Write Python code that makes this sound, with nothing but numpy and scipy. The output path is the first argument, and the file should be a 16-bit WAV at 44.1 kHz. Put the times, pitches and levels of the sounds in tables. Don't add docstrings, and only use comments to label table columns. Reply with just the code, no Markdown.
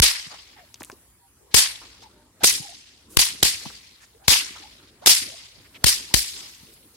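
import sys
import numpy as np
from scipy import signal
from scipy.fft import rfft, irfft
from scipy.io import wavfile
from scipy.ndimage import uniform_filter1d

SR = 44100
rng = np.random.default_rng(int(sys.argv[2]) if len(sys.argv) > 2 else 0)


def pcm_store(signal):
    levels = np.round(np.clip(np.atleast_2d(signal), -1, 1) * 32767)
    wavfile.write(sys.argv[1], SR, levels.astype(np.int16).T)


def ratio(d):
    e = np.asarray(d, float) / 20
    return 10 ** e


N = 306926

# t/s, shock level/dB, shock length/ms, left-right level/dB, shed echo delay/ms
CRACKS = [(-.001, 15.5, 3, 3, 28), (1.5428, -2, 7.6, 7, 28), (2.4341, -16.5, 10, 0, 3.4),
          (2.4421, -4, 5.6, 0, 26), (3.1699, -1, 4.4, 9, 21.2), (3.428, -4.5, 6.5, 0.5, 23),
          (4.2809, 4, 3.8, 0.5, 32), (5.0609, -3.5, 2, 2.5, 25), (5.0701, -3.5, 7, 1.5, 19),
          (5.842, -1, 4, -4, 24), (6.14, -4, 8.1, 2.5, 25)]
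# shed level/dB, near trees level/dB, far trees level/dB, brightness/(dB per octave)
RETURNS = [(-14.5, -7.5, -22.5, -3), (-17.5, -7.5, -28, -2.5), (-15.5, -36, -49, -1),
           (-31, -11.5, -25.5, -0.36), (-15, -11, -28.5, -1.75), (-18, -15, -24.5, -1.56),
           (-16, -7.5, -25, -3), (-35, -10.5, -33.5, -0.5), (-42.5, -9.5, -23.5, -1),
           (-18, -10.5, -26.5, -1.53), (-25.5, -18.5, -22.5, 0)]


def evened(x):
    return x / np.sqrt(np.mean(x ** 2) + 1e-20)


def read(points, hz):
    f, value = np.transpose(points)
    return np.interp(np.log(hz + 1), np.log(f + 1), value)


def add(mix, s, sound, pan_db=0.):
    at = round(s * SR)
    sound = (sound * ratio(np.array([[.5], [-.5]]) * pan_db))[:, max(-at, 0):]
    part = mix[:, max(at, 0):][:, :sound.shape[1]]
    part += sound[:, :part.shape[1]]


def resonate(x, hz, width):
    turn = np.exp(2j * np.pi * np.cumsum(hz) / SR)
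    r = np.exp(-np.pi * width / SR)
    return 2 * (turn * signal.lfilter([(1 - r) ** 2], [1, -2 * r, r * r], x / turn)).real


def smoothed(x, bins, frames):
    return evened(uniform_filter1d(uniform_filter1d(x, size=bins, axis=0), size=frames, axis=1))


def air():
    # f/Hz, level/(dB per Hz)
    spectrum = [(18, -38), (30, -3), (79, -3), (138, -15.5), (303, -10.5), (554, -18.5), (632, -20.5),
                (1100, -18.5), (2350, -24), (5450, -23.5), (9970, -17.5), (16000, -24.5)]
    # f/Hz, left-right likeness/1
    likeness = [(60, 0.9), (240, 1), (950, 0.77), (3770, -0.23), (15000, -0.38)]
    # t/s, breeze on the lawn level/dB, wind in the tree tops level/dB
    breeze = [(0, -4.5, 1.5), (.5, -1.5, 0.5), (.9, 3, 5.5), (1.26, -3.5, 3.5), (1.5, 3, 1),
              (2.001, 3, -3.5), (2.3, -1.5, -3.5), (2.45, 8, 1), (2.8, -5, -4.5), (3.1, 4, -3), (3.7, 6, 3),
              (3.86, -4, 1), (4.5, 3, 2), (4.901, 2.5, -2.5), (5.5, 1, 0.5), (5.8, 6.5, 2.5),
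              (6.55, 0.5, 8), (6.96, 1.5, 6)]
    per_wind = [0.081, 0.042, .25, 0.98]
    # gain per dB of lawn breeze, gain for a full stir/dB, base level/dB
    per_breeze, per_stir_db, base_db = [.7, 1.2, 0.4, 0], [7, 7, 0.5, 6], [2.5, 1.5, 2, -4.5]
    level_db, patchy_db, stir_s = -55, 3.5, 0.8

    frames, hz = N // 256 + 5, np.fft.rfftfreq(1024, 1 / SR)[:, None]
    a, b, c, d, patches = rng.standard_normal((frames, 513, 5)).T
    patches = smoothed(patches, 10, 10)
    t = (np.arange(frames) * 256 - 512) / SR

    age = t - np.transpose(CRACKS)[:1].T
    stir = (np.exp(-np.maximum(age, 0) / stir_s) * (age > 0)).max(axis=0)
    s, lawn_db, tops_db = np.transpose(breeze)
    wind_db = np.outer(per_breeze, np.interp(t, s, lawn_db))
    wind_db += np.outer(per_wind, np.interp(t, s, tops_db))
    rumble_db, grass_db, leaf_db, fizz_db = wind_db + np.outer(per_stir_db, stir) + np.c_[base_db]

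    low = 1 / (1 + (hz / 170) ** 4)
    high = 1 / (1 + (1500 / (hz + 1)) ** 2)
    swell_db = low * rumble_db + (1 - low - high) * grass_db + high * leaf_db
    swell_db += fizz_db / (1 + (9300 / (hz + 1)) ** 10)

    same = np.clip(read(likeness, hz), -1, 1)
    left = a + 1j * b
    right = same * left + np.sqrt(1 - same ** 2) * (c + 1j * d)
    patch_db = patchy_db * (1 - low - 0.2 * high) * patches
    z = np.array([left, right]) * evened(ratio(read(spectrum, hz))) * ratio(swell_db + patch_db)
    return ratio(level_db + 27.5) * signal.istft(z, nperseg=1024, noverlap=768)[1][:, :N] / 1024


def slaps():
    # t/s, peak level/dB, f/Hz, t60/s, left-right level/dB
    blows = [(0.265, -39.5, 150, 0.045, -3), (0.587, -42, 746, 0.051, 0.0), (0.8078, -30, 330, 0.029, -1),
             (0.8182, -36, 783, 0.031, -1), (0.896, -40.5, 770, 0.14, -2), (0.924, -35.5, 328, 0.039, -3),
             (1.814, -37.5, 1090, 0.19, 0), (2.021, -40.5, 854, 0.042, 6.5), (2.429, -24.5, 158, 0.024, 0),
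             (2.437, -49, 353, 0.031, -1), (2.599, -28, 177, 0.033, -2), (3.653, -29.5, 880, 0.062, 1),
             (3.66, -25.5, 173, 0.011, -1), (3.699, -35.5, 1260, 0.034, 1.5), (4.505, -38, 282, 0.052, 2),
             (4.552, -35, 1170, 0.24, 0.0), (4.599, -45, 339, 0.14, -3), (5.217, -33, 176, 0.076, -2),
             (5.578, -51, 117.7, 0.056, -18), (6.629, -40.5, 170, 0.047, 1)]
    out, t = np.zeros((2, N)), np.arange(4000) / SR
    for s, db, hz, t60, pan_db in blows:
        shared, *own = rng.standard_normal((3, 4000))
        puff = evened(resonate(shared + 0.96 * np.array(own), hz + 0 * t, 0.65 * hz)) + 0.1 * shared
        decay = .7 * ratio(-60 * t / t60) + .5 * np.exp(-t / 0.0057)
        blow = (1 - np.exp(-t / 0.003)) * decay * puff
        add(out, s, ratio(db - 2.5) * blow / abs(blow).max(), pan_db)
    return out


def ticks():
    # t/s, peak level/dB, f/Hz, left-right level/dB
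    contacts = [(0.743, -26, 4740, 3), (0.7576, -40, 3440, 0), (0.8084, -26.5, 945, 5),
                (0.8197, -32, 1900, 1), (0.832, -27.5, 9000, -1), (0.8372, -31, 3530, 3.5),
                (0.848, -33, 8900, 6), (0.8995, -24.5, 1520, 1), (0.9172, -34.5, 5300, 5),
                (0.9214, -47, 2500, 8.5), (0.8537, -40, 6960, 3), (5.812, -51, 3600, -4)]
    out, t = np.zeros((2, N)), np.arange(4000) / SR
    for s, db, hz, pan_db in contacts:
        shared, *own = rng.standard_normal((3, 4000))
        snap = evened(resonate(shared + 0.27 * np.array(own), hz + 0 * t, 0.6 * hz)) + .15 * shared
        snap = 0.87 * snap + 1.07 * np.sin(2 * np.pi * hz * t) * np.exp(-t / 0.0018)
        decay = np.exp(-t / 0.00048) + 0.16 * np.exp(-t / 0.0045)
        add(out, s, ratio(db + 0.5) * snap * decay, pan_db)
    return out


def sings():
    # t/s, length/s, low f/Hz, high-to-low ratio/1, level/dB
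    pairs = [
        (1.173, 0.12, 808, 1.2, -68.5),
        (2.082, 0.23, 605, 1.528, -70),
    ]
    width, sag_per_s = 0.023, .4
    return [(s, d, k * hz, k * hz * (1 - sag_per_s * 0.011 / d), width, db)
            for s, d, hz, up, db in pairs for k in (1, up)]


def whistles():
    # t/s, length/s, start f/Hz, end f/Hz, level/dB
    passes = [
        (0.547, .119, 905, 600, -55.5),
        (2.018, 0.065, 950, 840, -49.5),
        (2.596, 0.095, 837, 790, -52.5),
        (2.671, 0.079, 690, 753, -51.5),
        (3.595, 0.081, 295, 910, -56.5),
        (4.133, 0.053, 395, 507, -59),
        (4.607, 0.082, 760, 900, -51.5),
        (5.261, 0.073, 660, 476, -53.5),
        (5.314, 0.048, 690, 654, -50.5),
        (5.758, .015, 2240, 2170, -51),
    ]
    return [(s, d, hz0, hz1, 0.12, db) for s, d, hz0, hz1, db in passes]


def rushes():
    # t/s, length/s, f/Hz, level/dB
    loops = [(0.292, 0.079, 970, -47.5), (0.56, 0.063, 1740, -53.5), (2.008, .047, 4530, -51.5),
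             (3.085, .092, 9300, -50), (3.329, 0.032, 245, -50), (3.996, 0.066, 1760, -55.5),
             (3.998, .072, 6070, -55.5), (4.797, 0.013, 1500, -57), (4.863, 0.049, 3750, -57),
             (5.208, 0.095, 308, -50.5), (5.639, 0.04, 2000, -55), (5.736, 0.046, 2750, -46),
             (6.303, 0.25, 1070, -59), (6.726, .026, 9100, -54), (0.797, 0.025, 5860, -47.5),
             (0.812, 0.1, 7000, -59), (0.901, 0.052, 5000, -60.5), (6.934, 0.047, 5000, -57.5)]
    width, sag = .9, 0.97
    return [(s, d, hz / np.sqrt(sag), hz * np.sqrt(sag), width, db) for s, d, hz, db in loops]


def run_ups():
    # end t/s, length/s, start f/Hz, top f/Hz, whistle level/dB
    races = [
        (1.554, 0.18, 330, 590, -64),
        (2.449, 0.046, 703, 1026, -39),
        (3.171, 0.059, 330, 910, -65),
        (4.284, .1, 602, 990, -58),
        (5.063, 0.052, 400, 1420, -45.5),
        (5.852, .04, 500, 900, -60),
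        (6.143, 0.047, 850, 1140, -53),
    ]
    tip_hiss_db = [
        -51.5,
        -47.5,
        -60,
        -52,
        -54,
        -60,
        -58,
    ]
    width, octave_db, hiss_s, hiss_early_s = .25, -9, .045, .006
    rows = [(end - d, d, hz0, hz1, width, db) for end, d, hz0, hz1, db in races]
    rows += [(s, d, 2 * hz0, 2 * hz1, share, db + octave_db) for s, d, hz0, hz1, share, db in rows]
    rows += [(end - hiss_s - hiss_early_s, hiss_s, 3000, 5000, 1, db)
             for (end, *_), db in zip(races, tip_hiss_db)]
    return rows


def swishes():
    out = np.zeros((2, N))
    for start, length, hz0, hz1, share, db in run_ups() + rushes() + whistles() + sings():
        u = np.arange(0, 1, 1 / (SR * length))
        shared, flutter, *own = rng.standard_normal((4, SR // 4))[:, :len(u)]
        pitch = hz0 * (hz1 / hz0) ** u
        whistle = resonate(shared + 1.3 * np.array(own), pitch, share * (hz0 + hz1) / 2)
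        gain = ratio(db + 0.83 * evened(uniform_filter1d(flutter, size=500)))
        add(out, start, gain * evened(whistle) * signal.windows.tukey(len(u), .7))
    return out


def echoes():
    # f/Hz, level/(dB per Hz)
    spectrum = [(88, -57.5), (150, -20.5), (466, -40), (1190, -15), (1340, -23), (2100, -8), (2270, -10),
                (5150, 1), (5680, -2), (10400, -3), (16000, -15)]
    # f/Hz, t60/s
    near_t60 = [(300, 0.15), (1500, 0.38), (3000, 0.35), (6000, 0.27), (10000, 0.29), (15000, 0.2)]
    # f/Hz, t60/s
    far_t60 = [(300, 1.6), (2000, 1.29), (4000, 1.128), (8000, 0.8), (15000, 0.49)]
    swell_peak_db, swell_ms = 2.5, 42.8
    left_db, dense_s = 1.24, 0.039

    taps = rng.standard_normal((2, N)) * ratio(1.8 * np.minimum(rng.exponential(1, (2, N)), 4))
    hz, t, z = signal.stft(taps, SR, nperseg=128, noverlap=96)
    near, far = read(near_t60, hz)[:, None], read(far_t60, hz)[:, None]
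    octaves = np.log2(np.maximum(hz, 500)[:, None] / 4500)
    lean = ratio(np.array([1, -1]) * left_db)[:, None, None]
    power = np.zeros(z.shape)
    for (s, *_), (_, near_db, far_db, tilt_db) in zip(CRACKS, RETURNS):
        age = np.maximum(t - s - .002, 0)
        swell_db = swell_peak_db * np.exp(-((age * 1000 - swell_ms) / 13) ** 2)
        late = np.hypot(age, dense_s) - dense_s
        tail = ratio(2 * (near_db + swell_db) - 120 * late / near) * (1 - 0.62 * np.exp(-age / .012))
        tail += ratio(2 * far_db - 120 * age / far) * (1 - np.exp(-age / 0.19))
        power += lean * tail * ratio(2 * tilt_db * octaves) * (age > 0)

    a, b = rng.standard_normal((*z.shape[:0:-1], 2)).T
    clumps = smoothed(a, 24, 8)
    blobs = smoothed(b, 2, 30)
    colour = evened(ratio(read(spectrum, hz)))[:, None] * ratio(1.8 * clumps + 2.1 * blobs)
    leaves = signal.istft(z * colour * np.sqrt(power), SR, nperseg=128, noverlap=96)[1]
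    return leaves[:, :N] / taps.std()


def shocks():
    # f/Hz, level/(dB per Hz)
    spectrum = [(120, -37), (200, -10.5), (1530, -14.5), (2700, -11.5), (3830, -7), (6520, -11.5),
                (9930, -13), (14900, -20.5), (16000, -39.5)]
    out, t = np.zeros((2, N)), np.arange(-300, 1748) / SR
    colour = ratio(read(spectrum, np.fft.rfftfreq(2048, 1 / SR)))
    after = np.maximum(t, 0)
    rush = .09 * np.exp(np.minimum(t, 0) / .0016) * (t < .0004)
    ribs = (1 - np.exp(-after / .0004)) * (1.3 * np.exp(-after / .0013) + np.exp(-after / .012))
    for (s, db, ms, pan_db, shed_ms), (shed_db, *_) in zip(CRACKS, RETURNS):
        front, back = evened(irfft(rfft(rng.standard_normal((2, 2, 2048))) * colour))
        shape = (1 - np.exp(-after / 0.000041)) / (1 + (after * 1000 / ms) ** 18.0)
        add(out, s + t[0], ratio(db) * front * (rush + shape), pan_db)
        add(out, s + t[0] + shed_ms / 1000, ratio(shed_db) * back * ribs, pan_db / 2)
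    return out


def scene():
    return air() + slaps() + ticks() + swishes() + echoes() + shocks()


def stunned():
    # t/s, signed bias push/1, deaf time/ms
    stuns = [
        [(-.002, 9.0, 20), (1.543, -.45, 15), (2.432, .08, 14), (3.1715, -1.9, 19), (3.4315, -.3, 14),
         (4.284, .4, 15), (5.8447, -1.6, 17)],
        [(-.003, 9.0, 21), (1.5428, 3.6, 17), (2.432, .08, 14), (3.1708, 1.9, 19.5), (3.4285, .7, 20),
         (4.2812, -5.0, 17), (5.8422, 4.5, 19), (6.142, 3.6, 15)],
    ]
    bias, thump, t = np.zeros((2, N)), np.zeros((2, N)), np.arange(4000) / SR
    for side, rows in zip(np.eye(2)[:, :, None], stuns):
        for s, push, ms in rows:
            creep = .55 + .45 * np.sin(np.minimum(t * 1000 / ms, 1) * 2.6) ** 2
            held = creep * (1 - np.exp(-(t / .0013) ** 2)) / (1 + np.exp((t * 1000 - ms) / 1.8))
            add(bias, s, side * push * held)
            step = (1 - np.exp(-t / .0006)) / (1 + np.exp((t * 1000 - ms) / 3.2))
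            add(thump, s, side * ratio(-2.5) * np.tanh(1.2 * push) * step)
    return bias, thump


def low_pass(x):
    return signal.sosfilt(signal.butter(12, 16420, fs=SR, output="sos"), x)


def record(dry):
    bias, thump = stunned()
    heard = 1.058 * np.tanh(0.93 * (np.tanh(dry / 0.87 + bias) - np.tanh(bias)) / 0.87)
    low_cut = signal.cheby1(4, 1.5, 50, "high", fs=SR, output="sos")
    band = signal.firwin(255, 16000, window=("kaiser", 8), fs=SR)
    heard = signal.oaconvolve(signal.sosfilt(low_cut, heard + thump), band[None], "same")
    return low_pass(np.clip(heard, -1, 1))


dry = scene()
out = record(dry)
pcm_store(out)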